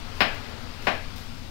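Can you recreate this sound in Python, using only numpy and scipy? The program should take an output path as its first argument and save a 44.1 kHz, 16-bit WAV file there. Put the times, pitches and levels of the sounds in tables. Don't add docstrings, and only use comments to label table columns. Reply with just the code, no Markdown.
import sys
import numpy as np
from scipy import signal
from scipy.fft import rfft, irfft
from scipy.io import wavfile
from scipy.ndimage import uniform_filter1d

SR = 44100
rng = np.random.default_rng(int(sys.argv[2]) if len(sys.argv) > 2 else 0)


def gain_from_decibels(decibels):
    exponent = np.asarray(decibels, float) / 20
    return 10 ** exponent


def generate_wav(sig):
    pcm = np.round(np.clip(np.atleast_2d(sig).T, -1, 1) * 32767).astype(np.int16)
    wavfile.write(sys.argv[1], SR, pcm)


N = 66150


def evened(x):
    return x / np.sqrt(np.mean(x ** 2) + 1e-20)


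def read(points, hz, column=1):
    table = np.transpose(points)
    return np.interp(np.log(hz + 1), np.log(table[0] + 1), table[column])


def add(mix, start_s, sound):
    part = mix[round(start_s * SR):][:len(sound)]
    part += sound[:len(part)]


def colour(x, gain):
    return irfft(rfft(x) * gain(np.fft.rfftfreq(len(x), 1 / SR)), len(x))


def cut(x, hz, kind, order):
    return signal.sosfilt(signal.butter(order, hz, kind, fs=SR, output="sos"), x)


# pitch_hz [Hz], level_db [dB], t60_s [s to fall 60 dB]
MOUTH_RINGS = [(680, -1, 0.0078), (1134, -7, .01), (1614, -2.5, 0.007), (2480, 2, 0.0031),
               (3200, -2.5, 0.0029), (3990, -8, 0.0046), (5250, -15.5, 0.0048)]


def mouth_rings(t, tilt_db):
    rings = np.zeros(len(t))
    for k, (pitch_hz, level_db, t60_s) in enumerate(MOUTH_RINGS):
        level = gain_from_decibels(level_db + tilt_db * np.log2(pitch_hz / 2000) - 60 * t / t60_s)
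        rings += (-1) ** k * level * np.sin(2 * np.pi * pitch_hz * t)
    rise_s = 0.0001
    return rings * (1 - np.exp(-t / rise_s))


# pitch_hz [Hz], level_db [dB], t60_s [s]
JAW_THUMP = (251, -12, 0.025)


def jaw_thump(t):
    pitch_hz, level_db, t60_s = JAW_THUMP
    return gain_from_decibels(level_db - 60 * t / t60_s) * np.sin(2 * np.pi * pitch_hz * t)


# pitch_hz [Hz], level_db [dB per Hz]
SPIT_COLOUR = [(3000, -28), (5800, -8.5), (7200, -10), (8600, -26.5), (9800, -37.5), (13000, -40.5),
               (15500, -13)]


def spit_spray(t):
    t60_s = 0.002
    puff = colour(rng.standard_normal(len(t)), lambda hz: gain_from_decibels(read(SPIT_COLOUR, hz)))
    return gain_from_decibels(-60 * t / t60_s) * puff


# start_s [s], level_db [dB], brightness [dB per octave], spit_db [dB]
LIP_POPS = [
    (.2053, -9.5, 1.5, 0),
    (.8696, -13.5, -1, -14),
]


def lip_pops():
    body, jaw, spit = np.zeros(N), np.zeros(N), np.zeros(N)
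    t = np.arange(1200) / SR
    for start_s, level_db, tilt_db, spit_db in LIP_POPS:
        add(body, start_s, gain_from_decibels(5 + level_db) * mouth_rings(t, tilt_db))
        add(jaw, start_s, gain_from_decibels(level_db) * jaw_thump(t))
        add(spit, start_s, gain_from_decibels(spit_db) * spit_spray(t))
    body = cut(body, 398, "high", order=3)
    body = cut(body, 5800, "low", order=6)
    return body + jaw + spit


# start_s [s], length_s [s], level_db [dB], brightness [dB per octave]
TONGUE_STROKES = [
    (.149, 0.15, -43, 2),
    (0.1512, 0.0039, -51, 1),
    (.347, 0.0023, -35, 8),
    (0.819, 0.14, -41.5, 1.5),
    (1.158, 0.079, -42.5, 4),
    (1.1606, 0.0026, -39, 6),
]
# pitch_hz [Hz], level_db [dB per Hz]
TONGUE_COLOUR = [(500, 17), (2000, 11.5), (5000, 7), (8000, -5.5), (15000, -8)]


def tongue_strokes():
    ticks_per_s, rise_s, fall_power = 5700, 0.001, 1.2
    bursts = (rng.random(N) < ticks_per_s / SR) * rng.exponential(1, N)
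    ticks = rng.standard_normal(N) * (0.32 + bursts)
    t = np.arange(N) / SR
    strokes = np.zeros(N)
    for start_s, length_s, level_db, tilt_db in TONGUE_STROKES:
        rise = np.clip((t - start_s) / rise_s, 0, 1)
        fall = np.exp(-(abs(t - start_s) / length_s) ** fall_power)
        wet = colour(ticks, lambda hz: gain_from_decibels(read(TONGUE_COLOUR, hz) + tilt_db * np.log2(hz / 8000 + .05)))
        strokes += gain_from_decibels(level_db) * rise * fall * evened(wet)
    return strokes


TAIL_DB = 8.5
# pitch_hz [Hz], t60_s [s to fall 60 dB]
ROOM_DECAY = [(200, .4), (450, 0.52), (720, .27), (1500, 0.45), (2500, 0.47), (4000, 0.37), (7000, 0.32),
              (14000, 0.2)]


def room_tail():
    hold_s, rise_s, early_db, early_t60_s = 0.004, 0.004, -1, 0.12
    taps = np.zeros(SR // 2)
    at = np.arange(0, len(taps) - 10, 10) + rng.integers(0, 10, (len(taps) - 1) // 10)
    taps[at] = rng.choice([-1., 1.], len(at))
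    hz, frame_s, z = signal.stft(taps, SR, nperseg=256)
    decay_db = -60 * np.maximum(frame_s - hold_s, 0) / read(ROOM_DECAY, hz)[:, None]
    tail = signal.istft(z * gain_from_decibels(decay_db), SR, nperseg=256)[1]
    t = np.arange(len(tail)) / SR
    tail = tail * (1 - np.exp(-t / rise_s))
    tail = tail * (1 + gain_from_decibels(early_db - 60 * t / early_t60_s))
    return gain_from_decibels(TAIL_DB) * tail / np.linalg.norm(tail)


# delay_s [s], sign [+1 or -1], level_db [dB]
FIRST_ECHOES = [(.0007, -1, -6), (.00195, 1, 0), (.0041, 1, -6), (.0082, 1, -7), (.0112, -1, -7),
                (.015, 1, -5)]


def near_room():
    near = room_tail()
    for delay_s, sign, level_db in FIRST_ECHOES:
        near[round(delay_s * SR)] += sign * gain_from_decibels(level_db)
    return near


def patchy(shape_db, patchy_db, size):
    frames, hz = N * 4 // size + 5, np.fft.rfftfreq(size, 1 / SR)
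    a, b, patches = rng.standard_normal((frames, len(hz), 3)).T
    patches = uniform_filter1d(patches, size=8, axis=0)
    patches = evened(uniform_filter1d(patches, size=10, axis=1))
    frame_s = np.arange(frames) * size / 4 / SR
    z = (a + 1j * b) * gain_from_decibels(shape_db(hz[:, None], frame_s) + patchy_db * patches)
    noise = signal.istft(z, nperseg=size, noverlap=size * 3 // 4)[1]
    return evened(noise[:N])


# pitch_hz [Hz], width_hz [Hz], level_db [dB]
MOTOR_TONES = [(86.4, 5.9, -44.5), (110.3, 6.7, -49.5), (242.8, 45, -44.5)]


def motor():
    tones = np.zeros(N)
    for pitch_hz, width_hz, level_db in MOTOR_TONES:
        tone = colour(rng.standard_normal(N), lambda hz: 1 / (1 + (2 * (hz - pitch_hz) / width_hz) ** 2))
        tones += gain_from_decibels(level_db) * evened(tone)
    return tones


# pitch_hz [Hz], level_db [dB per Hz]
HUM_COLOUR = [(15, 0.5), (25, 1.5), (40, -23), (60, -5.5), (130, -13), (190, -15), (310, -26.5),
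              (600, -47.5)]


def low_hum():
    return gain_from_decibels(-35.5) * patchy(lambda hz, t: read(HUM_COLOUR, hz) + 0 * t, patchy_db=0.9, size=4096)


# pitch_hz [Hz], level_db [dB per Hz]
WASH_COLOUR = [(180, -36), (300, -3.5), (1280, -4.5), (1390, -3.5), (1810, -10), (1930, -8), (4910, -11),
               (6100, -19.5), (16000, -41.5)]
# time_s [s], level_db [dB]
WASH_FADE = [(0, 0), (.4, 2), (.8, -1), (1.05, -3), (1.5, -5.5)]


def distant_wash():
    def shape_db(hz, t):
        fade_db = np.interp(t, *np.transpose(WASH_FADE)) / (1 + (hz / 3240) ** 2)
        return read(WASH_COLOUR, hz) + fade_db - 20 * (hz < 250)
    return gain_from_decibels(-39.5) * patchy(shape_db, patchy_db=1.0, size=1024)


def scene():
    pop, lick = lip_pops(), tongue_strokes()
    near, far = near_room(), room_tail()
    into_room = pop + gain_from_decibels(-4.5 - TAIL_DB) * lick
    left = pop + lick + signal.fftconvolve(into_room, near)[:N]
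    left = left + motor() + low_hum() + distant_wash()
    right = left + gain_from_decibels(-3) * signal.fftconvolve(into_room, far)[:N]
    return np.array([left, right])


# pitch_hz [Hz], gain_db [dB], phase_rad [rad]
COVERED_PORT = [(20, -9, -.7), (70, -14.5, -1.1), (150, -17.5, -1.4), (300, -23, -2.4), (430, -34, -5.5),
                (900, -33, -6.4), (2200, -43, -7.5), (6000, -56, -9)]


def covered_port(x):
    return colour(x, lambda hz: gain_from_decibels(read(COVERED_PORT, hz)) * np.exp(1j * read(COVERED_PORT, hz, column=2)))


# pitch_hz [Hz], level_db [dB per Hz]
HISS_COLOUR = [(30, 31), (250, 3), (500, 4), (2000, -23.5), (5000, -57), (8500, -55), (12000, -16.5),
               (15000, -5.5)]


def port_hiss():
    return colour(rng.standard_normal(N), lambda hz: gain_from_decibels(read(HISS_COLOUR, hz) - 100) * np.sqrt(SR / 2))


def low_pass(x):
    return signal.sosfilt(signal.butter(12, 16820, fs=SR, output="sos"), x)


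def record(dry):
    right = covered_port(dry[1]) + port_hiss()
    pair = [colour(x, lambda hz: hz < 15780) for x in (dry[0], right)]
    return low_pass(np.array(pair))


dry = scene()
out = record(dry)
generate_wav(out)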